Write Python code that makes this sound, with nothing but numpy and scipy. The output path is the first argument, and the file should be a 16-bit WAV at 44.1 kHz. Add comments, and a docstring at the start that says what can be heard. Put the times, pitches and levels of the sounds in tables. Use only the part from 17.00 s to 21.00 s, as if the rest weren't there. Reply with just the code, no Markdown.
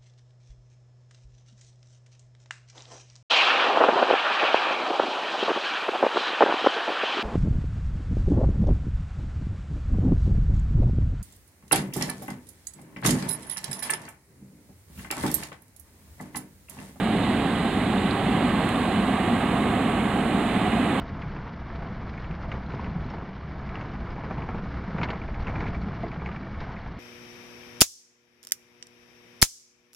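"""Beside a grassy path

A low rumble and a dull roar, as of distant traffic, run on with a faint hum and a camera's own hiss.
Rumble, roar and hiss are shaped noise; the hum is a few soft tones. While a bird walks by, dry grass
ticks, a leaf cracks and faint blips sound. Two close microphones hear the bass alike; the roar leans right."""
import sys
import numpy as np
from scipy import signal
from scipy.fft import rfft, irfft
from scipy.io import wavfile
from scipy.ndimage import uniform_filter1d

SR = 44100
rng = np.random.default_rng(int(sys.argv[2]) if len(sys.argv) > 2 else 0)


def log_audio(samples):
    """Write samples as a 16-bit WAV file to the path given in sys.argv[1]."""
    # one column per channel
    frames = np.atleast_2d(samples).T
    # limit to full scale, then quantise
    limited = np.clip(frames, -1, 1)
    pcm = np.round(limited * 32767).astype(np.int16)
    wavfile.write(sys.argv[1], SR, pcm)


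N = 176400
FRAME, HOP = 4096, 1024  # noise is shaped in overlapping slices: their length and spacing in samples
HZ = np.fft.rfftfreq(FRAME, 1 / SR)
FRAME_S = np.arange(N // HOP + 5) * HOP / SR


def rumble(level_db=-44.7):
    """A low rumble, as of distant traffic; it rises and falls most near 200 Hz, where it is strongest."""
    # Each row: frequency in Hz, strength of the noise there in dB.
    spectrum = [(10, -38), (25, -28), (40, -25), (52, -14.5), (70, -12.7), (120, -8.1), (148, -9.5),
                (195, 0), (225, -.7), (288, -3.5), (340, -10.2), (400, -10.7), (470, -18), (620, -32),
                (1500, -80)]
    # Each row: time in seconds, boost or cut of the strongest part in dB.
    swell = [(0, -.6), (.12, -1.8), (.25, .3), (.45, .3), (.8, -1.8), (.92, .8), (1.22, -1), (1.31, 3.6),
             (1.45, 1.3), (1.7, -1.6), (1.9, -1), (1.97, 2.8), (2.05, -1), (2.8, .4), (3.2, .3),
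             (3.6, -1.2), (3.87, 1), (4, -1)]
    swell_db = bell_curve(centre_hz=215, width_hz=85) * over_time(swell)
    return noise(level_db + at_hz(spectrum, HZ) + swell_db)


def roar(level_db=-44.8):
    """A dull roar that swells a little; a ringing in it comes and goes, and its top slowly dulls."""
    # Each row: frequency in Hz, strength of the noise there in dB.
    spectrum = [(150, -45), (490, -16.3), (610, -15.5), (725, -9.8), (820, -12.3), (900, -17), (1000, -17),
                (1110, -14.2), (1300, -18.7), (1450, -23.2), (1570, -18.6), (1800, -21.4), (2030, -19.8),
                (2350, -24.4), (2520, -22.8), (2640, -25.8), (2730, -22.8), (2830, -25.5), (2940, -22),
                (3150, -26.3), (3650, -27.4), (4200, -31.8), (4450, -39.5), (4950, -45.5), (5500, -57),
                (7000, -85)]
    # Each row of these three: time in seconds, boost or cut in dB.
    swell = [(0, -.6), (.9, -.7), (1.5, .3), (2.2, -.1), (2.75, .3), (3.3, -.3), (3.68, 1), (4, .3)]  # the whole roar
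    edge_level = [(0, 1), (.3, 2.2), (1.1, 1.3), (1.8, .5), (2.5, -1), (3, -3.5), (3.4, -1.2), (4, -1.2)]  # its highest part
    ring_level = [(0, -1.2), (1, -.5), (1.6, 1.5), (2.5, 1), (3.3, -.1), (4, 0)]  # one narrow, ringing band
    edge_db = bell_curve(centre_hz=4600, width_hz=950) * over_time(edge_level)
    ring_db = bell_curve(centre_hz=1110, width_hz=120) * over_time(ring_level)
    return noise(level_db + at_hz(spectrum, HZ) + over_time(swell) + edge_db + ring_db)


def grass_tick(db, rise_s=.00025, tail_db=-21, tail_s=.018):
    """A soft, bright snap of dry grass with a faint fizzing tail."""
    # The tones the snap rings with. Each row: pitch in Hz, level in dB against the strongest.
    tones = [(8400, 0), (9900, -4), (14000, -13)]
    t = np.arange(0, .06, 1 / SR)
    treble = signal.butter(2, [7000, 10500], "bandpass", fs=SR, output="sos")
    fizz = unit(signal.sosfilt(treble, rng.standard_normal(len(t))))
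    tail = fizz * amp(tail_db) * np.exp(-t / tail_s)
    snap = sum(pan(hz) * amp(tone_db) * np.sin(2 * np.pi * hz * t) for hz, tone_db in tones)
    return amp(db) * (snap * rise_and_fade(t, rise_s) + tail)


def leaf_crack(db=-33, centre_hz=3900, rise_s=.0025):
    """A dry leaf cracks: a short, broad burst of noise."""
    t = np.arange(FRAME) / SR
    band = bell_curve(centre_hz, width_hz=650)
    burst = unit(irfft(rfft(rng.standard_normal(FRAME)) * band))
    return pan(centre_hz) * amp(db) * burst * rise_and_fade(t, rise_s)


def blip(db, hz, length_s):
    """A brief tone that swells and fades, its pitch wavering by just under one percent."""
    t = np.arange(0, length_s, 1 / SR)
    pitch_hz = hz * (1 + .008 * drift(N, size=200)[:len(t)])
    cycles = np.cumsum(pitch_hz) / SR
    swell = np.sin(np.pi * t / length_s) ** 2
    return pan(hz) * amp(db) * swell * np.sin(2 * np.pi * cycles)


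def hum(wander_hz=.6):
    """Faint, steady tones that waver slightly in pitch."""
    # Each row: pitch in Hz, level in dB.
    tones = [(17.5, -58), (50, -46.5), (204.5, -44), (400, -54), (497, -52), (812, -53)]
    out = np.zeros((2, N))
    for hz, db in tones:
        pitch_hz = hz + wander_hz * drift(N, size=12000)
        cycles = rng.random() + np.cumsum(pitch_hz) / SR
        out += pan(hz) * amp(db) * np.sqrt(2) * np.sin(2 * np.pi * cycles)
    return out


def hiss(level_db=-44.6):
    """The camera's own high, nearly even hiss."""
    # Each row: frequency in Hz, strength of the noise there in dB.
    spectrum = [(3500, -75), (5600, -55), (6500, -49.8), (7300, -43), (9100, -41.5), (10300, -48.2),
                (11500, -53.5), (13200, -61.3), (15000, -56), (15700, -58)]
    # Each row: time in seconds, boost or cut in dB.
    swell = [(0, -.2), (1.1, -.2), (1.6, .2), (1.72, 1.3), (1.95, .2), (4, .1)]
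    return noise(level_db + at_hz(spectrum, HZ) + over_time(swell))


def noise(shape_db):
    """Noise shaped over time and frequency, as two close microphones hear it."""
    # Each row: frequency in Hz, how alike the two sides are from 0 to 1.
    likeness = [(200, .999), (400, .982), (500, .925), (750, .983), (1400, .95), (2200, .967), (3800, .91),
                (5100, .4), (6000, .43), (7300, .88), (9800, .92), (10600, .998)]
    # Each row: frequency in Hz, how far the left wave runs ahead in radians (6.28 is one cycle).
    left_lead = [(100, 0), (350, -.15), (550, .15), (1300, -.12), (2700, -.15), (4400, -1.3), (5300, -3.1),
                 (6100, -4.7), (7200, -5.4), (9400, -5.7), (10400, -6.28)]
    white = rng.standard_normal((2, (len(FRAME_S) - 1) * HOP)) * np.sqrt(SR / 2)
    slices = signal.stft(white, nperseg=FRAME, noverlap=FRAME - HOP)[2]
    right, unrelated = slices.transpose(0, 2, 1)
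    same = np.clip(at_hz(likeness, HZ), 0, 1)
    left = (same * right + np.sqrt(1 - same ** 2) * unrelated) * np.exp(1j * at_hz(left_lead, HZ))
    shaped = np.array([left, right]) * pan(HZ)[:, None] * amp(shape_db)
    return signal.istft(shaped.transpose(0, 2, 1), nperseg=FRAME, noverlap=FRAME - HOP)[1][:, :N]


def pan(hz):
    """Shares each frequency between left and right, keeping the total power the same."""
    # Each row: frequency in Hz, left level minus right level in dB.
    balance = [(120, -.2), (250, -1.3), (480, -4.2), (750, -4.6), (1100, -3.2), (1450, -6), (2200, -5.3),
               (2900, -7.6), (3300, -11.7), (4200, -11.8), (5000, -4.8), (5600, -.1), (6700, 4.6),
               (7600, 1.8), (10500, 0)]
    ratio = amp(at_hz(balance, np.atleast_1d(hz)))
    return np.array([ratio, np.ones_like(ratio)]) * np.sqrt(2 / (1 + ratio ** 2))


def amp(db):
    """Turns decibels into a number to multiply by."""
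    return 10 ** (np.asarray(db) / 20)


def unit(x):
    """Scales a signal to an average power of 1."""
    return x / np.sqrt(np.mean(x ** 2) + 1e-20)


def at_hz(points, hz):
    """Reads between a table's rows, with frequencies spaced as the ear hears pitch."""
    row_hz, value = np.transpose(points)
    return np.interp(np.log(hz + 1), np.log(row_hz + 1), value)


def over_time(points):
    """Reads a level curve at every time slice."""
    return np.interp(FRAME_S, *np.transpose(points))[:, None]


def bell_curve(centre_hz, width_hz):
    """A smooth hump that picks out the frequencies around a centre."""
    return np.exp(-.5 * ((HZ - centre_hz) / width_hz) ** 2)


def rise_and_fade(t, rise_s):
    """Climbs to 1 in rise_s seconds, then dies away."""
    return t / rise_s * np.exp(1 - t / rise_s)


def drift(count, size):
    """Smooth random wandering; a larger size, in samples, makes it slower."""
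    return unit(uniform_filter1d(uniform_filter1d(rng.standard_normal(count), size), size))


def add(mix, start_s, sound):
    """Mixes a sound in at its start time."""
    part = mix[:, round(start_s * SR):][:, :sound.shape[-1]]
    part += sound[..., :part.shape[1]]


def scene():
    """The steady layers with the small sounds on top."""
    # Ticks in the grass. Each row: start in seconds, level in dB.
    ticks = [(1.650, -39), (1.690, -31)]
    # Short high pips, then longer, lower distant tones.
    # Each row: start in seconds, level in dB, pitch in Hz, length in seconds.
    blips = [(.227, -32.5, 3650, .016), (.977, -33, 3650, .013), (1.754, -32.5, 3550, .011),
             (2.705, -28, 705, .05), (2.872, -27.5, 711, .05), (3.642, -24, 732, .055)]
    mix = rumble() + roar() + hiss() + hum()
    for start_s, db in ticks:
        add(mix, start_s, grass_tick(db))
    for start_s, db, hz, length_s in blips:
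        add(mix, start_s, blip(db, hz, length_s))
    add(mix, start_s=1.108, sound=leaf_crack())
    return mix


def record(dry):
    """A steep filter cuts away the very highest treble."""
    cutoff_hz = 15800
    low_pass = signal.firwin(1023, cutoff_hz, window=("kaiser", 9), fs=SR)
    return signal.oaconvolve(dry, low_pass[None], "same")


dry = scene()
out = record(dry)
log_audio(out)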